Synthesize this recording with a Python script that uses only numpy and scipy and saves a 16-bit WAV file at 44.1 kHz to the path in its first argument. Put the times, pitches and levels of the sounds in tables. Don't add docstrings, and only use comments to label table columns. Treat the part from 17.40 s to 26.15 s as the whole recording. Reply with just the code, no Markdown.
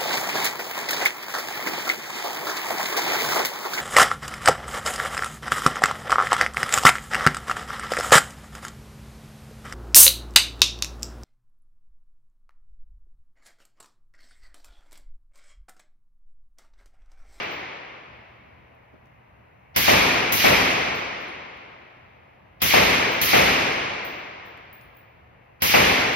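import sys
import numpy as np
from scipy import signal
from scipy.io import wavfile
from scipy.ndimage import uniform_filter1d

SR = 44100
rng = np.random.default_rng(int(sys.argv[2]) if len(sys.argv) > 2 else 0)


def magnitude_from_level(level_db):
    exponent = np.asarray(level_db, float) / 20
    return 10 ** exponent


def transcribe(u):
    v = np.clip(np.atleast_2d(u).T, -1, 1)
    q = np.round(v * 32767).astype(np.int16)
    wavfile.write(sys.argv[1], SR, q)


N = 385875

HZ = np.fft.rfftfreq(512, 1 / SR)
SLAP_S = .1175
LEAD_S = .02
CASE_HZ, SHORT_CASE_HZ, RING_T60 = 14970, 15220, .26


def evened(x):
    return x / np.sqrt(np.mean(abs(x) ** 2) + 1e-20)


def read(points, hz):
    f, value = np.transpose(points)
    return np.interp(np.log(hz + 1), np.log(f + 1), value)[:, None]


def add(mix, s, sound):
    at = round(s * SR)
    sound = sound[:, max(-at, 0):]
    part = mix[:, max(at, 0):][:, :sound.shape[1]]
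    part += sound[:, :part.shape[1]]


def cut(x, hz, kind, order):
    return signal.sosfilt(signal.butter(order, hz, kind, fs=SR, output="sos"), x)


def chance(frames, size):
    z = rng.standard_normal((2, 2, frames, size), dtype=np.float32)
    return (z[0] + 1j * z[1]).transpose(0, 2, 1) / np.sqrt(2)


def at_ports(z, hz):
    # (frequency [Hz], side minus mid [dB])
    width = [(40, -14), (130, -9), (300, -3), (650, 3), (1300, 1), (2100, -6), (2900, -2), (4500, -2),
             (6500, 3.5), (7600, 12), (9200, 9), (10400, 2), (13000, -14), (15500, -2)]
    # (frequency [Hz], left minus right [dB])
    balance = [(100, -.5), (400, 0), (1200, 3.5), (2200, 1), (3000, -1), (5200, -2.5), (6800, 0),
               (16000, 0)]
    side_gain = magnitude_from_level(read(width, hz))
    whole = np.sqrt(1 + side_gain ** 2)
    mid = z[0] / whole
    side = z[1] * side_gain / whole
    tilt = magnitude_from_level(read(balance, hz) / 2)
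    return np.array([(mid + side) * tilt, (mid - side) / tilt])


def wave(z, field):
    return signal.istft(at_ports(z, HZ) * field, window="cosine", nperseg=512, noverlap=256)[1] / 14.4


def colour(points, db):
    return magnitude_from_level(db) * evened(magnitude_from_level(read(points, HZ)))


def ventilation():
    # (frequency [Hz], level per Hz [dB])
    fan = [(50, -6), (80, 2), (105, -4), (160, -5), (250, -10), (400, -12), (650, -7), (1000, -10),
           (1400, -16), (2100, -14.5), (2700, -18), (3300, -31), (5000, -42), (12000, -47)]
    fan_db, hum_hz, hum_db = -55.3, 121, -63
    frames, hz = N // 1024 + 5, np.fft.rfftfreq(2048, 1 / SR)
    patches = rng.standard_normal((frames, len(hz)))
    patches = uniform_filter1d(uniform_filter1d(patches, size=3, axis=0), size=12, axis=1)
    patch_db = evened(patches).T * read([(100, 2.0), (1000, 1.2)], hz)
    spectra = at_ports(chance(frames, len(hz)), hz) * magnitude_from_level(read(fan, hz) + patch_db)
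    air = signal.istft(spectra, window="cosine", nperseg=2048, noverlap=1024)[1]
    hum = np.sin(2 * np.pi * hum_hz * np.arange(N) / SR)
    return magnitude_from_level(fan_db) * evened(air[:, :N]) + magnitude_from_level(hum_db) * hum


def muzzle_gas(t, pop_db):
    # (frequency [Hz], level [dB])
    gas = [(40, -12), (110, 5), (230, -4), (600, -5.5), (1050, -5), (1450, -8), (2200, -1), (4000, -8),
           (6000, -8), (9000, -14), (12500, -6), (16000, -8)]
    # (frequency [Hz], time to fall 60 dB [s])
    gas_t60 = [(70, 1.2), (200, .6), (700, .6), (1500, 1.0), (5000, 1.1), (12000, .9), (16000, .6)]
    below_hiss = (HZ < 8000)[:, None]
    return colour(gas, -18.5) * magnitude_from_level(pop_db * below_hiss) * magnitude_from_level(-60 * t / read(gas_t60, HZ))


def bullet_crack(t, fading):
    # (frequency [Hz], level [dB])
    crack = [(400, -18), (1100, -12), (1500, -13), (2300, 0), (3200, -6), (6000, -10), (10000, -26)]
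    build_up = .11
    return colour(crack, -17) * np.minimum(t / build_up, 1) ** 1.2 * fading


def backstop_slap(t, fading):
    # (frequency [Hz], level [dB])
    slap = [(75, .5), (150, 0), (350, 1), (650, 1), (1100, -1), (1500, -3), (1850, -1), (2250, 1.8),
            (2800, -2.5), (3800, -9.5), (6500, -13.5), (9500, -18), (13000, -11.5), (16000, -19)]
    # (frequency [Hz], time [s])
    slap_rise = [(80, .02), (300, .01), (1000, .002), (10000, .008)]
    rising = 1 - np.exp(-np.maximum(t - SLAP_S, 0) / read(slap_rise, HZ))
    return colour(slap, -10.6) * rising * fading


def hall_fading(t):
    # (frequency [Hz], time to fall 60 dB [s])
    hall_t60 = [(60, 1.6), (150, 1.9), (500, 2.5), (1200, 2.5), (2200, 2.35), (3500, 2.0), (6000, 1.55),
                (9000, 1.1), (12000, .87), (15000, .5)]
    far_db, far_stretch = -27, 1.8
    hall = read(hall_t60, HZ)
    return np.hypot(magnitude_from_level(-60 * t / hall), magnitude_from_level(far_db - 60 * t / (hall * far_stretch)))


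def hall_echoes(pattern, t):
    # (frequency [Hz], share of the echo pattern common to all [0-1])
    repeat = [(300, .95), (1500, .6), (5000, .2)]
    # (frequency [Hz], side against the diffuse width [dB])
    side_near = [(80, 14), (300, 9), (1000, 10), (2500, 7), (5000, 3), (9000, -1), (13000, 5), (15000, 1)]
    # (frequency [Hz], side against the diffuse width [dB])
    side_late = [(80, -22), (130, -18), (250, -9), (450, -4), (700, -1), (1000, 0)]
    # (frequency [Hz], time [s])
    side_settle = [(100, .14), (400, .1), (800, .035), (2000, .02)]
    # (frequency [Hz], extra side [dB])
    slap_side = [(150, 0), (300, 6), (550, 9), (850, 2), (1200, 0)]
    # (frequency [Hz], share of side a quarter turn ahead of mid [0-1])
    quarter_turn = [(130, 0), (300, .6), (550, .6), (900, .3), (1300, 0)]
    slap_settle, clump_db = .09, 1.5

    share = np.clip(read(repeat, HZ), 0, 1)
    z = share * pattern + np.sqrt(1 - share ** 2) * chance(len(t), len(HZ))
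    slapped = t > SLAP_S
    quarter = np.clip(read(quarter_turn, HZ), 0, 1) * slapped
    z[1] = 1j * quarter * z[0] + np.sqrt(1 - quarter ** 2) * z[1]
    z[1] *= magnitude_from_level(read(slap_side, HZ) * slapped * np.exp(-abs(t - SLAP_S) / slap_settle))
    settling = np.exp(-t / read(side_settle, HZ))
    z[1] *= magnitude_from_level(read(side_near, HZ) * settling + read(side_late, HZ) * (1 - settling))
    clumps = uniform_filter1d(uniform_filter1d(z[0].real, size=9, axis=0), size=2, axis=1)
    z *= magnitude_from_level(clump_db * evened(clumps)[:, ::-1] * np.exp(-t / .5) - .15)
    return z


def add_slap_echoes(out):
    # (time after the slap [s], left level [dB], right level [dB])
    slap_echoes = [
        (.0025, -3, -14),
        (.006, -1, -9),
        (.0165, -5, -7),
        (.0355, -5, -7),
        (.0515, -7, -8),
    ]
    t = np.arange(400) / SR
    swing = np.sin(2 * np.pi * 750 * t) * np.exp(-t / .0016)
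    for s, left_db, right_db in slap_echoes:
        add(out, SLAP_S + s, swing * magnitude_from_level([[left_db], [right_db]]) * [[1], [-1]])


def shot(pattern, pop_db):
    t = np.arange(pattern.shape[-1]) * 256 / SR
    z = hall_echoes(pattern, t)
    fading = hall_fading(t)
    muzzle = muzzle_gas(t, pop_db)
    crack = bullet_crack(t, fading)
    slap = backstop_slap(t, fading)
    out = wave(z, np.sqrt(muzzle ** 2 + crack ** 2 + slap ** 2))
    lead = cut(cut(out[:, :round(LEAD_S * SR)], 5600, "low", order=8), 450, "high", order=2)
    lead = magnitude_from_level(-15) * lead * np.linspace(0, 1, lead.shape[1]) ** 1.5
    out *= 1 - np.exp(-np.arange(out.shape[1]) / (.0007 * SR))
    add_slap_echoes(out)
    return np.hstack([lead, out])


def add_shots(mix):
    # (time [s], charge level [dB])
    shots = [
        (-.74, 0),
        (2.3612, 0),
        (2.9215, -.7),
        (5.2175, 0),
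        (5.8135, -.7),
        (8.2200, 0),
    ]
    duck_db, duck_s = -3.5, .25
    follow_s, follow_db = 1, -1.5
    pattern = chance(500, len(HZ))
    last, t = -np.inf, np.arange(N) / SR
    for s, db in shots:
        mix *= magnitude_from_level(duck_db * (t > s) * np.exp(-abs(t - s) / duck_s))
        pop_db = follow_db * (s - last < follow_s)
        add(mix, s - LEAD_S, magnitude_from_level(db) * shot(pattern, pop_db))
        last = s


def brass(db, hz, low_db, tick_db):
    t = np.arange(SR // 2) / SR
    phase = 2 * np.pi * rng.random((5, 1, 1)) + rng.uniform(1.1, 1.9, (5, 1, 1)) * [[0], [1]]

    def ring(f, k):
        return np.sin(2 * np.pi * f * t + phase[k])

    mouth = ring(hz, k=0) + .7 * ring(hz + rng.uniform(50, 120), k=1)
    mouth = mouth + .15 * ring(hz * 1.035, k=2) * magnitude_from_level(-300 * t)
    body = ring(hz * .707, k=3) + .5 * ring(hz * .707 + 60, k=4)
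    puff, blur = rng.standard_normal((2, 2, len(t)))
    tick = (puff[0] + .5 * puff) * (np.exp(-t / .0008) + .06 * np.exp(-t / .02))
    tick = cut(tick, 8500, "high", order=2)
    blur = evened(uniform_filter1d(blur, size=150))
    fading = np.hypot(magnitude_from_level(-60 * t / RING_T60), magnitude_from_level(-15 - 60 * t / 1.1) * blur) * (1 - 2 * t)
    rings = .8 * (mouth + magnitude_from_level(low_db + 30 * t) * body) * fading
    return magnitude_from_level(db) * (rings + magnitude_from_level(tick_db) * tick)


def add_bounces(mix):
    # (time [s], mouth ring [dB], body ring against mouth [dB], 1 = the shorter case)
    bounces = [(.0278, -55, -18, 0), (.1121, -50, -16, 1), (.1895, -64, -14, 0), (3.5503, -46, -28, 0),
               (3.8072, -56, -28, 0), (3.8791, -72, 9, 0), (5.7164, -39, -18, 0), (6.6468, -38, -35, 0),
               (7.0549, -54, -32, 0), (7.3297, -45, -24, 1), (7.4111, -60, -5, 0), (7.5453, -63, -12, 0),
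               (7.5682, -52, -20, 1), (8.735, -42, -20, 0)]
    flat_from_db, tick_per_flat = -14, 1.05
    for s, db, body_db, short in bounces:
        tick_db = -10 + tick_per_flat * max(body_db - flat_from_db, 0)
        hz = SHORT_CASE_HZ if short > .5 else CASE_HZ
        add(mix, s, brass(db, hz, body_db, tick_db))


def add_dead_drops(mix):
    # (time [s], tick level [dB])
    dead_drops = [
        (1.3494, -71),
        (1.6594, -71),
        (4.1724, -63),
        (6.8793, -70),
        (7.1751, -55),
    ]
    ring_db, body_db = -16, -12
    for s, db in dead_drops:
        add(mix, s, brass(db + ring_db, CASE_HZ, body_db, -ring_db))


def add_knocks(mix):
    # (time [s], level [dB], frequency [Hz], decay [s])
    knocks = [
        (1.535, -48, 230, .02),
        (1.657, -67, 4800, .002),
        (1.67, -71, 3800, .002),
        (7.412, -57, 4500, .002),
    ]
    t = np.arange(SR // 10) / SR
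    for s, db, hz, decay in knocks:
        burst = cut(rng.standard_normal((2, len(t))), hz * 1.6, "low", order=2)
        burst = cut(burst, hz / 1.6, "high", order=2)
        add(mix, s, magnitude_from_level(db) * evened(burst) * np.exp(-t / decay))


def scene():
    mix = ventilation().astype(float)
    add_shots(mix)
    add_bounces(mix)
    add_dead_drops(mix)
    add_knocks(mix)
    return mix


def limited(dry):
    power_db = 10 * np.log10(abs(uniform_filter1d((dry ** 2).mean(axis=0), size=900)) + 1e-12)
    fall = np.arange(N) * 40. / SR
    over_db = np.maximum(np.maximum.accumulate(power_db + fall) - fall + 17, 0)
    slow = np.exp(-1 / (.03 * SR))
    return dry / magnitude_from_level(.33 * signal.lfilter([1 - slow], [1, -slow], over_db) - 1.5)


def thinned(left, right):
    frame = dict(window="cosine", nperseg=2048, noverlap=1024)
    hz, t, z = signal.stft([left + right, left - right], SR, **frame)
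    starts = np.arange(0, len(hz), 16)
    power = np.add.reduceat(abs(z) ** 2, starts, axis=1) + 1e-20
    lead_db = 10 * np.log10(power / power[::-1])
    share_db = 10 * np.log10(power / power.sum(axis=(0, 1)) ** 1.3)
    share_db = share_db + 4.0 * rng.standard_normal(power.shape)
    heard = share_db + 3.2 * (15000 - hz[starts, None]) / 1000 > [[[-43]], [[-38]]]
    treble_db = 10 * np.log10(power[:, 28:].sum(axis=(0, 1)))
    attack = treble_db - np.roll(treble_db, 1) > 14
    keep = ((lead_db > -4.5) & heard | attack)[:, np.arange(len(hz)) // 16]
    keep = (keep | (hz < 6700)[:, None]) * (hz < 15800)[:, None]
    mid, side = signal.istft(z * keep, SR, **frame)[1][:, :N] / 2
    return np.array([mid + side, mid - side])


def top_cut(x):
    return signal.sosfilt(signal.butter(12, 16800, fs=SR, output="sos"), x)


def record(dry):
    held = cut(limited(dry), 48, "high", order=4)
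    mix = thinned(*np.tanh(held / 1.3) * 1.3)
    return top_cut(mix)


dry = scene()
out = record(dry)
transcribe(out)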